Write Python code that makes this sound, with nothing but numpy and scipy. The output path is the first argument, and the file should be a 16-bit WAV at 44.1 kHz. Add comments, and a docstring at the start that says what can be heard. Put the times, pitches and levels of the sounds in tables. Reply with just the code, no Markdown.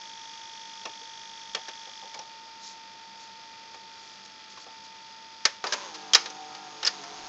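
"""An open video tape deck, heard from close above. From the start its head drum turns 25 times a second:
the motor whines and the heads tick against taut, hissing tape. Levers click and bump in the chassis;
about two seconds in the tape slackens and the ticking softens. At 5.5 s a hard clack lands, then the
loading motor starts, grinds through its gears and snaps the mechanism into its next position."""
import sys
import numpy as np
from scipy import signal
from scipy.fft import rfft, irfft, next_fast_len
from scipy.io import wavfile
from scipy.ndimage import uniform_filter1d, minimum_filter1d

SR = 44100
rng = np.random.default_rng(int(sys.argv[2]) if len(sys.argv) > 2 else 0)


def wrap_up_sound(samples):
    """Save the sound to the file named by the first command line argument, as 16-bit audio."""
    columns = np.atleast_2d(samples).T
    # keep every value between -1 and 1, then stretch to whole-number steps
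    tamed = np.clip(columns, -1, 1)
    steps = np.round(tamed * 32767).astype(np.int16)
    wavfile.write(sys.argv[1], SR, steps)


N = 321048
TIME = np.arange(N) / SR

# Soft swells of low rumble, and of tape brushing its guides: centre_s, width_s, level_db
LOW_RUMBLE_SWELLS = [(.15, .2, -82), (1.3, 0.38, -80), (6.4, .3, -80), (7.27, .11, -66.5)]
TAPE_BRUSHES = [(2.673, 0.04, -44.5), (3.224, 0.037, -53.5), (4.073, 0.078, -55), (4.258, 0.0063, -48),
                (4.517, 0.02, -53), (4.616, 0.022, -52), (4.852, 0.012, -52)]
# Tone curves of drive rumble, bearing whir, tape hiss and a tape brush: freq_hz, gain_db
RUMBLE_EQ = [(25, -37.5), (55, -9.5), (110, -3), (200, -3), (260, 1), (500, 0.5), (900, 0), (1300, -11.5),
             (2200, -40)]
WHIR_EQ = [(600, -31.5), (1000, -7), (1300, -3), (1800, -2.5), (2200, -1.5), (2500, 1), (3300, -2.5),
           (4000, -2), (5500, -27)]
HISS_EQ = [(2000, -38.5), (3500, -7.5), (4200, 3), (4800, 3.5), (5400, 2), (6200, -12.5), (6700, -5),
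           (7400, -13.5), (9000, -27.5)]
BRUSH_EQ = [(2000, -28), (4000, 3.5), (5500, 6), (7000, 2), (9000, -21)]
# Chassis peaks, and two notches, under the running drive: centre_hz, width_hz, gain_db
DRIVE_RESONANCES = [(1220, 24, 9.5), (1397, 50, 9), (1650, 76, 3.5), (1840, 45, 4), (2014, 98, 3.5),
                    (2160, 57, -4.5), (2360, 36, 6), (2466, 50, 2), (2855, 54, 7), (2930, 84, -5),
                    (4580, 170, 7), (4974, 100, 8.5), (5230, 120, 3), (6080, 140, 4)]

# Tape pulled taut round the drum (a reversed span is just a brief tug): start_s, end_s, tension_0_to_1
TAPE_PULLS = [(-1, 2.17, 0.9), (7, 6.8, 0.53)]
# Drag holds the drum below its speed: start_s, end_s
DRUM_DRAGS = [(1.87, 1.96), (4.03, 4.69)]
DRUM_TURNS_PER_S = 25

# The loading motor runs free, then slows under load: time_s, speed_turns_per_s
LOADER_SPEED_CURVE = [(5.72, 65.9), (5.836, 64.0), (5.924, 52.4), (6.002, 50.0), (6.076, 49.3),
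                      (6.17, 50.7), (6.614, 50.0), (6.706, 49.0), (6.944, 49.0), (7.048, 46.3),
                      (7.184, 48.7), (7.28, 48.9)]
# Partials of the loading motor and of its worm gear: cycles_per_turn, level_db
HUM_PARTIALS = [(3, -13), (4, -8.5), (6, -3), (7, -7), (9, 0), (11, -20), (12, -11), (20, -10.5),
                (24, -9.5), (25, -2), (28, -8.5), (33, -7.5)]
WORM_PARTIALS = [(15, 0), (16, -2), (17, -13), (19, -12)]
# Tone curve of the gear rattle: freq_hz, gain_db
RATTLE_EQ = [(100, -40.5), (210, -6.5), (450, -1.5), (650, -1.5), (1000, 3.5), (1350, -0.5), (2000, -6.5),
             (3500, -4), (6400, -3), (8000, -19.5)]
# The gears strain against a lever: start_s, end_s, worm_gain_db, rattle_gain_db
GEAR_STRAINS = [(6.14, 6.3, 0, 3.5), (6.317, 6.68, 4.5, -1), (6.85, 7.5, 0.5, 5)]
LOADER_START_S, LOADED_TURNS_PER_S = 5.64, 47.4

# Tone curves of a hit's three layers (case, plastic, metal): freq_hz, gain_db
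THUD_EQ = [(60, -25), (150, -11), (300, -6.5), (500, 6.5), (850, 0.5), (1200, 0), (2500, -49.5)]
CLACK_EQ = [(400, -41.5), (850, -6.5), (1250, 5), (1900, 3), (2300, 4.5), (3000, 2), (4000, -14)]
SNAP_EQ = [(1500, -38.5), (2800, -4), (3400, 4), (3800, -3), (4400, 4), (5300, 6), (6300, 2.5), (7200, -5),
           (9000, -19)]
# Ring of the struck chassis: centre_hz, width_hz, gain_db
CHASSIS_RING = [(410, 28, 3), (874, 55, 11), (1290, 65, 2), (1780, 110, 6), (2485, 75, 1.5), (2830, 70, 0),
                (3870, 37, 14.5), (4240, 100, 4.5), (4500, 56, -5), (5110, 110, 2.5), (5280, 120, 3),
                (5670, 44, 1), (6150, 56, 0)]
# Levers and latches strike: start_s, level_db, hardness_db, chatter_s, pitch_hz
LEVER_CLICKS = [(0.853, -37.5, 2.5, .0052, 2620), (1.5474, -30, 6.5, 0.0037, 3320),
                (1.682, -40.5, 1.5, 0.0064, 350), (2.141, -44.5, 5, 0.0071, 2280),
                (2.190, -47, 13, 0.0022, 5640), (3.743, -47.5, 2, .0043, 2400),
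                (4.572, -49.5, -1, 0.0097, 1080), (5.452, -20.5, 9, 0.0032, 564),
                (5.64, -28, -1.5, 0.0011, 1290), (5.667, -37, 6, 0.0077, 4640),
                (5.723, -28, 6, 0.0021, 1610), (5.731, -30, 4, 0.008, 580), (5.942, -47, 7, 0.016, 1090),
                (6.134, -22, 13.5, 0.00082, 3140), (6.147, -21.5, 14, 0.0022, 4850),
                (6.1506, -17, 10, 0.0013, 823), (6.258, -36, 5.5, .0023, 3760),
                (6.30, -47.5, 9, 0.0043, 6200), (6.548, -46.5, 7, .005, 4500),
                (6.829, -33.5, 5.5, 0.0041, 3680), (6.848, -32.5, 10.5, 0.0069, 5270),
                (6.864, -33, 10.5, 0.012, 1820), (6.873, -29, 15.5, 0.0013, 4700),
                (7.036, -44, 2, 0.0053, 980)]
# An arm bumps softly against the case: start_s, level_db, shudder_s, pitch_hz
ARM_BUMPS = [(.857, -42.5, 0.018, 314), (1.016, -55, .003, 474), (1.56, -40.5, .0065, 760),
             (1.87, -47.5, 0.0069, 820), (2.025, -45.5, 0.021, 830), (2.15, -45, 0.028, 836),
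             (2.193, -41, 0.0044, 830), (3.743, -51, .0043, 467), (4.665, -46.5, .0044, 775)]


def from_db(db):
    return 10 ** (np.asarray(db) / 20)


def unit_rms(x):
    return x / np.sqrt(np.mean(x ** 2) + 1e-20)


def add(out, start_s, sound):
    start = int(start_s * SR)
    out[start:start + len(sound)] += sound


def held(start, end, ramp_s):
    """A gate from start to end, with a straight fade across each edge."""
    return np.clip(np.minimum(TIME - start, end - TIME) / ramp_s + .5, 0, 1)


def bell(t, width_s):
    return np.exp(-.5 * (t / width_s) ** 2)


def swells(rows):
    """A smooth rise and fall of gain for each row."""
    return sum(from_db(db) * bell(TIME - centre_s, width_s) for centre_s, width_s, db in rows)


def drift(rate_hz):
    """A random wobble with an RMS of 1."""
    knots = rng.standard_normal(int(rate_hz * N / SR) + 2)
    return unit_rms(np.interp(TIME * rate_hz, np.arange(len(knots)), knots))


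def colour(x, eq, resonances=()):
    """Minimum-phase EQ: a tone curve with resonances on it, falling 6 dB an octave past its ends."""
    size = 2 * next_fast_len(len(x) // 2 + SR // 20)
    hz = np.arange(size // 2 + 1) * SR / size + 1
    eq_hz, eq_db = np.transpose(eq)
    db = np.interp(np.log(hz), np.log(eq_hz), eq_db)
    db -= 20 * np.log10(np.maximum(1, hz / eq_hz[-1]) * np.maximum(1, eq_hz[0] / hz))
    for centre_hz, width_hz, gain_db in resonances:
        db += gain_db / (1 + (2 * (hz - centre_hz) / width_hz) ** 2)
    cepstrum = irfft(db * np.log(10) / 20)[:size // 2]
    cepstrum[1:] *= 2
    return irfft(rfft(x, size) * np.exp(rfft(cepstrum, size)))[:len(x)]


def rubbing(turns, nominal_hz, repeat):
    """Friction noise; the `repeat` share loops every turn, as the same surface passes again."""
    surface = rng.standard_normal(SR // nominal_hz)
    loop = surface[np.round(turns * len(surface)).astype(int) % len(surface)]
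    return np.sqrt(repeat) * loop + np.sqrt(1 - repeat) * rng.standard_normal(N)


def drum_turns(sag_turns_per_s=.442, sag_s=.1):
    """Turns made so far: drag slows the drum, then the servo pulls it back to speed."""
    sag = sum((1 - np.exp(-np.maximum(TIME - start, 0) / sag_s)) * held(0, end, sag_s)
              for start, end in DRUM_DRAGS)
    return np.cumsum(DRUM_TURNS_PER_S - sag_turns_per_s * sag) / SR


def since_mark(turns, phase, count):
    """Seconds from the nearest of `count` evenly spaced marks on the drum."""
    return (((turns - phase) * count + .5) % 1 - .5) / count / DRUM_TURNS_PER_S


def low_rumble():
    """Soft swells of low rumble, early on and again while the loading motor runs."""
    rumble = colour(rng.standard_normal(N), [(20, -7.5), (45, -1), (110, -8), (300, -26.5)])
    return swells(LOW_RUMBLE_SWELLS) * unit_rms(rumble)


def transport(turns, taut):
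    """The bed: rumble, bearing whir, tape hiss, brushes on the guides and the sizzle of head contact."""
    rumble = colour(rng.standard_normal(N), RUMBLE_EQ, [(199, 13, 13)])
    whir = colour(rubbing(turns, 25, repeat=.64) * from_db(1.2 * drift(200)), WHIR_EQ, DRIVE_RESONANCES)
    hiss = colour(rubbing(turns, 25, repeat=.12) * from_db(1.4 * drift(200)), HISS_EQ, DRIVE_RESONANCES)
    brush = colour(rng.standard_normal(N) * from_db(1.8 * drift(400)), BRUSH_EQ)
    sizzle_eq = [(4200, -16), (5300, 1), (5800, 2), (6400, -.5), (6550, -7.5), (8000, -20.5)]
    sizzle = colour(rubbing(2 * turns, 50, repeat=.26), sizzle_eq)
    return (from_db(-60.5 - .9 * taut) * unit_rms(rumble)
            + from_db(-53.5 + 1.2 * taut) * unit_rms(whir)
            + from_db(-54 + 1.5 * taut) * unit_rms(hiss)
            + swells(TAPE_BRUSHES) * unit_rms(brush)
            + from_db(-60 + 8.5 * taut) * unit_rms(sizzle))


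def drum_motor(turns, taut):
    """A slowly fading whine, 36 cycles a turn. Drag ducks it and lifts an overtone that taut tape damps."""
    drag = sum(held(start, end, ramp_s=.027) for start, end in DRUM_DRAGS)
    cogging = 2 * np.pi * 36 * turns + .03 * drift(15)
    whine = from_db(-48.5 - .54 * TIME - 4.5 * drag + .35 * drift(12)) * np.sin(cogging)
    overtone = from_db(-71 + 3.5 * drag - 14 * taut + 2 * drift(10)) * np.sin(1.5 * cogging)
    return np.sqrt(2) * (whine + overtone)


def tape_tick(t, width_s, pitch_hz=3380):
    """The tape rings for a few cycles as a head pushes into it."""
    return bell(t, width_s) * np.cos(2 * np.pi * pitch_hz * t)


def heads(turns, taut, entry_turns=.407, rebound_lag_turns=.0818):
    """Two heads tick in turn, harder on taut tape; after one of them the tape rebounds."""
    entry_s = since_mark(turns, entry_turns, count=2)
    rebound_s = since_mark(turns, entry_turns + rebound_lag_turns, count=1)
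    rebound_gain = from_db(-17 + 14 * taut)
    # the more the tape rebounds, the more one head is accented
    accent_db = 2.6 * rebound_gain * np.cos(2 * np.pi * (turns - entry_turns)) + .66 * drift(43)
    ticks = from_db(accent_db) * tape_tick(entry_s, width_s=.00065)
    rebound = from_db(2) * rebound_gain * tape_tick(rebound_s, width_s=.00076)
    # each head's edge scratches the tape 2 ms ahead of its tick
    scratch = rubbing(2 * turns, 50, repeat=1) * bell(entry_s + .002, width_s=.0015)
    scratch_eq = [(900, -17), (1650, 10.5), (2200, -2), (2700, -3), (4500, 1), (6300, 5.5), (7800, -6)]
    return from_db(-43 + 7 * taut) * (ticks + rebound + from_db(-6.5) * colour(scratch, scratch_eq))


def shaft_tone(turns, partials, waver_db):
    """Harmonics of a turning shaft; it runs unevenly, which smears the high ones most."""
    shaft = turns + .0012 * drift(24)
    tone = np.zeros(N)
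    for cycles, db in partials:
        tone += from_db(db + waver_db * drift(25)) * np.sin(2 * np.pi * (cycles * shaft + rng.random()))
    return unit_rms(tone)


def loading_motor():
    """Motor hum, worm whine and gear rattle pulsing three times a turn; speed and strain ride the mix."""
    speed = np.interp(TIME, *np.transpose(LOADER_SPEED_CURVE))
    turns = np.cumsum(speed) / SR
    overspeed = speed - LOADED_TURNS_PER_S
    hum_db, worm_db, rattle_db = -53.5 + .24 * overspeed, -52, -51 + .5662 * overspeed
    for start, end, worm_gain_db, rattle_gain_db in GEAR_STRAINS:
        strain = held(start, end, ramp_s=.11)
        worm_db += worm_gain_db * strain
        rattle_db += rattle_gain_db * strain
    teeth = 1 + .45 * np.cos(2 * np.pi * 3 * turns)
    grind = rubbing(turns, 50, repeat=.32) * teeth
    rattle = from_db(rattle_db) * unit_rms(colour(grind, RATTLE_EQ, [(997, 29, 7), (6560, 72, 8.8)]))
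    hum = from_db(hum_db) * shaft_tone(turns, HUM_PARTIALS, waver_db=2.5)
    worm = from_db(worm_db) * shaft_tone(turns, WORM_PARTIALS, waver_db=2.8)
    return held(LOADER_START_S, np.inf, ramp_s=.014) * (hum + worm + rattle)


def hit(chatter_s, pitch_hz, eq, t60_s, tail_db, tail_t60_s, note_db=12):
    """A contact chatters, then its crowded modes die fast, leaving a faint tail of case and room."""
    t = TIME[:SR // 3]
    attack = 1 - np.exp(-t / .0005)
    release_s = np.maximum(t - chatter_s, 0)
    decay = from_db(-60 * release_s / t60_s) + from_db(tail_db - 60 * release_s / tail_t60_s)
    own_note = (pitch_hz, pitch_hz / 7, note_db)
    ring = colour(rng.standard_normal(len(t) + SR // 20), eq, CHASSIS_RING + [own_note])[-len(t):]
    power = uniform_filter1d(ring ** 2, size=100)
    levelled = ring / np.sqrt(power + .25 * np.mean(power))
    return levelled * attack * decay


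def levers():
    """A click layers case thud, plastic clack and metal snap, tilted by hardness; a bump only thuds."""
    out = np.zeros(N + SR)
    for start_s, db, hardness_db, chatter_s, pitch_hz in LEVER_CLICKS:
        thud = hit(chatter_s, pitch_hz, THUD_EQ, t60_s=.11, tail_db=-32, tail_t60_s=.36)
        clack = hit(chatter_s, pitch_hz, CLACK_EQ, t60_s=.067, tail_db=-17, tail_t60_s=.32)
        snap = hit(chatter_s, pitch_hz, SNAP_EQ, t60_s=.032, tail_db=-23.5, tail_t60_s=.3)
        click = from_db(-hardness_db) * thud + from_db(.6) * clack + from_db(hardness_db) * snap
        add(out, start_s, from_db(db) * click)
    for start_s, db, shudder_s, pitch_hz in ARM_BUMPS:
        bump = hit(shudder_s, pitch_hz, THUD_EQ, t60_s=.15, tail_db=-25, tail_t60_s=.36, note_db=13)
        add(out, start_s, from_db(db) * bump)
    # the clicks and bumps carry hardly any bass
    return signal.sosfilt(signal.butter(2, 175, "high", fs=SR, output="sos"), out[:N] + 1e-18)


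def scene():
    """The mono mix; drum rotation and tape tension drive the running sounds together."""
    turns = drum_turns()
    taut = sum(tension * held(start, end, ramp_s=.44) for start, end, tension in TAPE_PULLS)
    running = drum_motor(turns, taut) + heads(turns, taut) + transport(turns, taut)
    return (running + loading_motor() + levers() + low_rumble())[None]


def record(dry, limit=.86, ceiling=.72):
    """The microphone passes little above 7 kHz; a fast limiter catches hard snaps, whose tips still clip."""
    heard = signal.sosfilt(signal.butter(10, 7200, fs=SR, output="sos"), dry)
    heard = signal.sosfilt(signal.cheby1(10, .1, 8900, fs=SR, output="sos"), heard)
    peak = -minimum_filter1d(-np.abs(heard), size=40)
    gain = uniform_filter1d(limit / np.maximum(peak, limit), size=40)
    clipped = np.clip(gain * heard, -ceiling, ceiling)
    return signal.sosfiltfilt(signal.cheby2(12, 40, 16660, fs=SR, output="sos"), clipped)


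dry = scene()
out = record(dry)
wrap_up_sound(out)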